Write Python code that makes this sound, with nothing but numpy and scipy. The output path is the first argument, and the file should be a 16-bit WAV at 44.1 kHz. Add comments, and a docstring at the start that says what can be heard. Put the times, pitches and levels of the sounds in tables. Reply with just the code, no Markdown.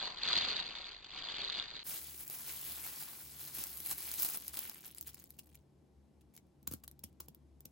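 """Thin plastic gloves crackle up close in a small room, then stroke hair and squeeze a plastic bottle.
Creases snap as noise bursts through ringing facets, over a hiss of sliding film built from dense catches.
The bottle knocks softly as a sum of decaying wall modes; filtered noise makes the air and fan rumble.
After the first flexing the scene runs in fast motion, so every pitch is higher and every ring shorter."""
import sys
import numpy as np
from scipy import signal
from scipy.fft import rfft, irfft, next_fast_len
from scipy.io import wavfile
from scipy.ndimage import uniform_filter1d

SR = 44100
rng = np.random.default_rng(int(sys.argv[2]) if len(sys.argv) > 2 else 0)


def int16_out(signal):
    """Quantize to a 16-bit WAV file."""
    q = np.round(np.clip(np.atleast_2d(signal).T, -1, 1) * 32767)
    wavfile.write(sys.argv[1], SR, q.astype(np.int16))


N = 340011
TIME = np.arange(N) / SR
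# Start of the fast motion, and how many times faster it runs than normal
FAST_FROM_S, FAST_SPEED = 1.835, 3.5


def from_db(db):
    """Decibels to gain."""
    return 10 ** (np.asarray(db) / 20)


def rms_one(x):
    """Scale to unit power."""
    return x / np.sqrt(np.mean(x ** 2) + 1e-20)


def in_time(rows):
    """Each column of a curve at every sample."""
    s, *columns = np.transpose(rows)
    return [np.interp(TIME, s, column) for column in columns]


def add(track, s, sound):
    """Mix a sound into a track at time s."""
    start = max(round(s * SR), 0)
    track[start:start + len(sound)] += sound[:N - start]


def filtered(x, response):
    """Apply a response given as a function of frequency."""
    size = next_fast_len(len(x))
    hz = np.fft.rfftfreq(size, 1 / SR) + 1e-3
    return irfft(rfft(x, size) * response(hz), size)[:len(x)]


def coloured(x, spectrum, speed):
    """Shape by a spectrum whose pitches rise with the playing speed."""
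    points_hz, db = np.transpose(spectrum)

    def gain(hz):
        return from_db(np.interp(np.log(hz / speed), np.log(points_hz), db, right=-120))
    return filtered(x, gain)


# Room air as it sounds in fast motion: f/Hz, relative level/dB
AIR_SPECTRUM = [(25, -38), (45, -19), (68, -7), (100, -11), (170, -12), (330, -14), (520, -23), (800, -27),
                (1400, -40), (3000, -43), (12000, -49), (15000, -60)]
# Fan blades beating the air, at normal speed: f/Hz, level/dB before the fan trim, width/Hz
FAN_BEATS = [(19.9, -69, 0.93), (39.82, -74, 0.85)]


def room_tone(speed, rumble_db, fan_db):
    """Low rumble of moving air with the unsteady beat of the fan, both from filtered noise."""
    air = coloured(rng.standard_normal(N), AIR_SPECTRUM, speed / FAST_SPEED)
    out = from_db(rumble_db) * rms_one(air)
    for beat_hz, db, width_hz in FAN_BEATS:
        def resonance(hz):
            return 1 / (1 + ((hz / speed - beat_hz) / width_hz) ** 2)
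        beat = filtered(rng.standard_normal(N), resonance)
        out += from_db(db + fan_db) * rms_one(beat)
    return out


def reverberation(x, speed, t60_s=0.27, first_echo_s=.004, damping_hz=3400):
    """A dense tail of wall echoes; curtains swallow the treble. Settings are for normal speed."""
    age = np.arange(SR // 2) / SR * speed
    tail = rng.standard_normal(len(age)) * from_db(-60 * age / t60_s) * (age > first_echo_s)
    echoes = signal.oaconvolve(x, tail / np.linalg.norm(tail))[:N]
    return filtered(echoes, lambda hz: 1 / np.hypot(1, (hz / speed / damping_hz) ** 2))


# Both as at normal speed
CROSSOVER_HZ, LEFT_LAG_S = 3400, .00073


def microphones(x, speed, wet_db, wide_db, left_db=1.2, treble_width=0.38, wide_from_hz=70):
    """A close pair: echoes spread sideways, less so above the crossover, where the left one hears later."""
    def below(hz):
        return 1 / (1 + (hz / speed / CROSSOVER_HZ) ** 12)

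    def width(hz):
        return np.maximum(below(hz), treble_width) * hz / np.hypot(hz, wide_from_hz * speed)

    def left_ear(hz):
        lag_phase = LEFT_LAG_S * np.maximum(hz / speed - CROSSOVER_HZ, 0)
        return from_db(left_db * below(hz)) * np.exp(-2j * np.pi * lag_phase)

    mid = x + from_db(wet_db) * reverberation(x, speed)
    side = from_db(wide_db) * filtered(reverberation(x, speed), width)
    left = filtered(mid + side, left_ear)
    right = filtered(mid - side, lambda hz: from_db(-left_db * below(hz)))
    return np.array([left, right])


# Modes of the bottle wall at normal speed, before scatter and detuning: f/Hz, level/dB, t60/s
WALL_MODES = [(22.4, -1, 0.85), (38.3, 1, 0.32), (56.8, 1.5, 0.32), (83, 2.5, 0.16), (143, 2, 0.084),
              (290, 1, 0.032), (386, -15, 0.052), (540, -12, 0.035)]


def bottle(knocks, speed, scatter_db=3.0, give_s=.003):
    """Each knock rings every mode of the soft wall with a strength of its own."""
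    out, age = np.zeros(N), np.arange(SR // 4) / SR * speed
    hz, mode_db, t60 = np.transpose(WALL_MODES)[:, :, None]
    for s, db in knocks:
        strength, grip = rng.standard_normal((2, len(WALL_MODES), 1))
        # the changing grip detunes the wall
        ringing = np.cos(2 * np.pi * hz * (1 + 0.075 * grip) * age)
        modes = ringing * from_db(mode_db + scatter_db * strength - 60 * age / t60)
        knock = modes[::2].sum(0) - modes[1::2].sum(0)  # neighbouring modes in opposite phase
        onset = 1 - np.exp(-age / give_s)
        add(out, s, from_db(db) * onset * knock)
    return out


def facet(x, speed, pitch_hz, ring_db, ring_width_hz=380):
    """A facet of film passes the snap on and rings briefly at its own pitch."""
    b, a = signal.iirpeak(min(pitch_hz * speed, .45 * SR), pitch_hz / ring_width_hz, fs=SR)
    return x + from_db(ring_db) * signal.lfilter(b, a, x + 1e-18)


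# Colour of creasing film at normal speed: f/Hz, relative level/dB
CREASE_SPECTRUM = [(60, -14.5), (500, -21), (1100, -15.5), (2000, -12), (2700, -13.5), (3300, -10.5),
                   (4300, -4.5), (4800, -9.5), (5300, -20), (7500, -21.5), (8000, -42.5)]


def crease(speed, buckle_s=0.0018, low_hz=3000, high_hz=4500):
    """One large crease buckles in a short flurry, after a millisecond of stillness."""
    age = np.maximum(np.arange(2048) / SR - .001, 0) * speed / buckle_s
    burst = rng.choice([-1, 1], len(age)) * age * np.exp(-age)
    pitch_hz = low_hz + (high_hz - low_hz) * rng.random()
    return coloured(facet(burst, speed, pitch_hz, ring_db=9.0), CREASE_SPECTRUM, speed)


def snaps(rows, speed):
    """Large creases pop singly."""
    out = np.zeros(N)
    for s, db in rows:
        shape = crease(speed)
        add(out, s, from_db(db) * shape / np.abs(shape).max())
    return out


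def stray_snaps(effort_db, from_s, to_s, over_db, spread_db, count):
    """Middling creases pop at random, as strong as the hand moves: rows of t/s, peak level/dB."""
    when, size = rng.random((count, 2)).T
    s = from_s + when * (to_s - from_s)
    peak_db = np.interp(s, TIME, effort_db) + over_db + spread_db * (size - .5)
    return list(zip(s, peak_db))


def slips(rows, speed, fade=1.1, unevenness=1.2):
    """The grip lets go for a moment and the film chatters over the bottle."""
    out, age = np.zeros(N), np.arange(4096) / SR
    for s, db, length, pitch_hz in rows:
        catches = rng.standard_normal(len(age)) * rng.exponential(1, len(age)) ** unevenness
        chatter = catches * np.exp(-fade * age / length) * (age < length)
        ringing = facet(chatter, speed, pitch_hz, ring_db=10.0, ring_width_hz=77)
        sound = coloured(ringing, CREASE_SPECTRUM, speed)
        add(out, s, from_db(db) * sound / np.std(sound[age < length]))
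    return out


# The bottle giving way as it is gripped and squeezed: t/s, crease peak level/dB, chatter level/dB,
# chatter length/s, chatter f/Hz at normal speed, knock level/dB
GRIPS = [(3.584, -29, -47, .02, 800, -63), (3.913, -33, -46.5, 0.016, 330, -62.5),
         (6.674, -23, -48, 0.0094, 414, -50), (6.712, -35, -55, 0.023, 370, -50.5),
         (6.736, -27, -54.5, 0.019, 380, -49), (7.038, -28, -54, 0.012, 890, -53),
         (7.203, -32, -49.5, 0.011, 325, -57.5), (7.283, -38.5, -66, 0.011, 950, -56.5),
         (7.654, -34.5, -59, 0.0081, 710, -60)]
CHATTER_LEAD_S = .002
SETTLE_DB, SETTLE_S = -18.5, 0.049  # level relative to the chatter, and length


def squeezes(speed):
    """Each time the glove chatters, the wall gives way with a pop and a knock, and the film settles."""
    pops, chatter, knocks = [], [], []
    for s, pop_db, chatter_db, length, pitch_hz, knock_db in GRIPS:
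        pops.append((s, pop_db))
        knocks.append((s, knock_db))
        chatter.append((s - CHATTER_LEAD_S, chatter_db, length, pitch_hz))
        chatter.append((s + length, chatter_db + SETTLE_DB, SETTLE_S, pitch_hz))
    return snaps(pops, speed) + slips(chatter, speed) + bottle(knocks, speed)


def clicks(per_s, spread_db, even_s):
    """Random clicks of scattered size, whose power is held steady over about even_s."""
    sizes = from_db(spread_db * np.minimum(rng.exponential(1, N), 4)) * rng.choice([-1, 1], N)
    train = sizes * (rng.random(N) < per_s / SR)
    window = int(even_s * SR)
    power = uniform_filter1d(uniform_filter1d(train ** 2, window), window)
    return train / np.sqrt(np.abs(power) + 1e-4)


def crackle(level_db, speed, spectrum, low_hz, high_hz, per_s, spread_db,
            buckle_s=0.00085, crowding=.7, count=12):
    """Film catches at random, more often the harder the hand moves; each is a noisy flurry in one facet."""
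    # per_s is the rate at an effort of -51 dB
    train = clicks(per_s * from_db(crowding * (level_db + 51)), spread_db, even_s=0.045)
    dealt = rng.integers(0, count, N)  # which facet takes each catch
    fade, out = np.exp(-speed / (buckle_s * SR)), 0
    grit = rng.standard_normal(N)
    for k, pitch_hz in enumerate(np.linspace(low_hz, high_hz, count)):
        flurries = signal.lfilter([1], [1, -2 * fade, fade ** 2], train * (dealt == k) + 1e-18)
        # as the hand turns, facets take over from one another and the colour wanders
        turns = np.arange(0, TIME[-1] + 1, .4 / speed)
        share = from_db(3.5 * np.interp(TIME, turns, rng.standard_normal(len(turns))))
        out = out + facet(flurries * share * grit, speed, pitch_hz, ring_db=14)
    return from_db(level_db) * rms_one(coloured(out, spectrum, speed))


def sliding(effort_db, usual_db, follows):
    """The hiss of sliding film grows with effort, at a rate that depends on what it rubs."""
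    usual_effort_db = -48
    return usual_db + follows * (effort_db - usual_effort_db)


# Effort of the hands flexing at normal speed: t/s, level/dB
FLEXING_EFFORT = [(0, -42), (.08, -48.5), (.155, -55), (.25, -38.5), (.34, -36.5), (.55, -42), (.6, -41.5),
                  (.64, -49), (.88, -50.5), (1.02, -62.5), (1.18, -48), (1.4, -44), (1.48, -46.5),
                  (1.59, -44), (1.65, -54), (1.82, -53)]
# Loudest creases snapping, at both speeds: t/s, peak level/dB before the snap trim
LOUD_SNAPS = [(0.0522, -27), (0.2846, -20.5), (0.3278, -18.5), (0.374, -20), (0.4439, -28), (0.4842, -25.5),
              (0.5967, -26), (1.0423, -37.5), (1.5758, -33), (2.2772, -27.5), (2.298, -28), (3.8016, -31),
              (4.3716, -22.5), (4.4794, -23.5), (4.5414, -28), (4.5701, -25), (4.59, -22), (4.6949, -27),
              (4.911, -40), (4.9468, -35), (4.982, -31), (5.0092, -26), (5.0254, -33), (5.071, -32.5),
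              (5.1434, -31), (5.2021, -46), (5.239, -38), (5.304, -37), (5.3906, -33), (5.5528, -40.5),
              (6.351, -48), (6.3634, -42), (6.628, -52), (6.7224, -30), (6.8374, -40.5), (6.8773, -30.5),
              (6.912, -40.5), (6.991, -39.5), (7.346, -44), (7.6046, -42)]
# Colour of film sliding, at normal speed: f/Hz, relative level/dB
SLIDING_SPECTRUM = [(20, -18), (90, 4), (500, -1), (1100, -0.5), (1700, -2), (2600, 0), (3400, -1.5),
                    (4400, 14.5), (5300, -7.5), (7500, -6), (8000, -35)]


def flexing_hands():
    """Fingers open and close at normal speed: small creases snap while film slides on film."""
    effort_db, = in_time(FLEXING_EFFORT)
    sliding_db = sliding(effort_db, usual_db=-46, follows=.7)
    film = from_db(1.5) * crackle(effort_db, 1, CREASE_SPECTRUM, low_hz=2800, high_hz=4430,
                                  per_s=240, spread_db=-2.0)
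    film += from_db(-2.5) * crackle(sliding_db, 1, SLIDING_SPECTRUM, low_hz=410, high_hz=3750,
                                    per_s=1500, spread_db=1.0)
    film += from_db(-1.0) * snaps([row for row in LOUD_SNAPS if row[0] < FAST_FROM_S], 1)
    air = room_tone(1, rumble_db=-70, fan_db=-5.5)
    return microphones(film + air, 1, wet_db=-7.5, wide_db=-5.5)


# Steady handling effort in fast motion: t/s, level/dB
HANDLING_EFFORT = [(1.9, -47.5), (2.12, -51.5), (2.26, -55.5), (2.4, -48.5), (2.8, -48), (3.1, -50),
                   (3.28, -56), (3.5, -53), (3.72, -49), (4.1, -51.5), (4.42, -55), (4.8, -59),
                   (4.92, -71.5), (5.2, -69), (5.35, -75.5), (5.5, -77), (5.62, -88)]
# Brisk hand moves through the hair and round the bottle: t/s, hold/s, level/dB
HAND_STROKES = [(1.868, 0.11, -46.5), (2.193, 0.036, -50.5), (2.309, 0.042, -48.5), (2.474, 0.037, -48.5),
                (2.65, 0.07, -50), (2.84, 0.053, -48), (3.006, 0.029, -49), (3.39, 0.096, -53.5),
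                (3.55, 0.09, -45), (3.78, 0.02, -57), (3.85, 0.048, -45), (3.904, 0.017, -40.5),
                (3.985, 0.21, -45.5), (4.191, 0.07, -38), (4.266, .09, -43), (4.465, 0.017, -56.5),
                (4.539, 0.092, -48.5), (4.627, 0.047, -50.5), (4.84, 0.042, -55.5), (4.962, 0.017, -60),
                (5.07, 0.019, -52), (5.171, .04, -64)]
STROKE_ATTACK_S, STROKE_RELEASE_S = 0.0074, 0.013


def stroking():
    """Each move swells, holds and dies away on top of the steady handling: effort in dB."""
    power = from_db(in_time(HANDLING_EFFORT)[0]) ** 2
    for s, hold, db in HAND_STROKES:
        before = np.maximum(s - TIME, 0) / STROKE_ATTACK_S
        after = np.maximum(TIME - s - hold, 0) / STROKE_RELEASE_S
        swell = np.exp(-np.minimum(before + after, 20))
        power = power + (from_db(db) * swell) ** 2
    return 10 * np.log10(power)


# Film catch rate, as fine hair is smooth and a resting grip sparse: t/s, rate factor
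CATCH_FINENESS = [(2.3, 2.2), (2.4, 4.9), (3.4, 5.1), (4.4, 1), (4.95, 0.53)]
# The glove slipping on the bottle: t/s, level/dB, length/s, f/Hz at normal speed
GLOVE_SLIPS = [(5.388, -52, 0.013, 804), (5.545, -62.5, 0.012, 696), (6.21, -71.5, .011, 800),
               (6.338, -71, 0.061, 635), (6.376, -49.5, 0.0019, 620), (6.836, -57.5, .012, 366)]
HAIR_UNTIL_S = 3.53


def handling_bottle():
    """In fast motion the hands part the hair, lift the bottle, come to rest and squeeze it."""
    effort_db = stroking()
    on_hair_db = sliding(effort_db, usual_db=-51, follows=1.01)
    on_bottle_db = sliding(effort_db, usual_db=-52, follows=0.77)
    sliding_db = np.where(TIME < HAIR_UNTIL_S, on_hair_db, on_bottle_db)
    moving = np.interp(TIME, [5.55, 5.66], [1, 0])
    fineness, = in_time(CATCH_FINENESS)
    film = from_db(-0.26) * crackle(effort_db, FAST_SPEED, CREASE_SPECTRUM, low_hz=2850, high_hz=4630,
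                                    per_s=750 * fineness, spread_db=2.5)
    film += crackle(sliding_db, FAST_SPEED, SLIDING_SPECTRUM, low_hz=380, high_hz=3600,
                    per_s=4500 * fineness, spread_db=1.5)
    pops = [row for row in LOUD_SNAPS if row[0] > FAST_FROM_S]
    pops += stray_snaps(effort_db, 3.6, 5.55, over_db=20.5, spread_db=1, count=28)
    grip = from_db(-1.0) * snaps(pops, FAST_SPEED)
    grip += slips(GLOVE_SLIPS, FAST_SPEED) + squeezes(FAST_SPEED)
    air = room_tone(FAST_SPEED, rumble_db=-68.5, fan_db=0.0)
    return microphones(moving * film + grip + air, FAST_SPEED, wet_db=-11.5, wide_db=-5.0)


def scene():
    """The two speeds meet in a brief dip."""
    normal = np.clip((FAST_FROM_S - TIME) / 0.008, 0, 1)
    fast = np.clip((TIME - FAST_FROM_S) / 0.034, 0, 1)
    return normal * flexing_hands() + fast * handling_bottle()


def record(dry):
    """The top is cut steeply above 15.9 kHz."""
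    lowpass = signal.ellip(10, .2, 80, 15900, fs=SR, output="sos")
    return signal.sosfilt(lowpass, dry)


dry = scene()
out = record(dry)
int16_out(out)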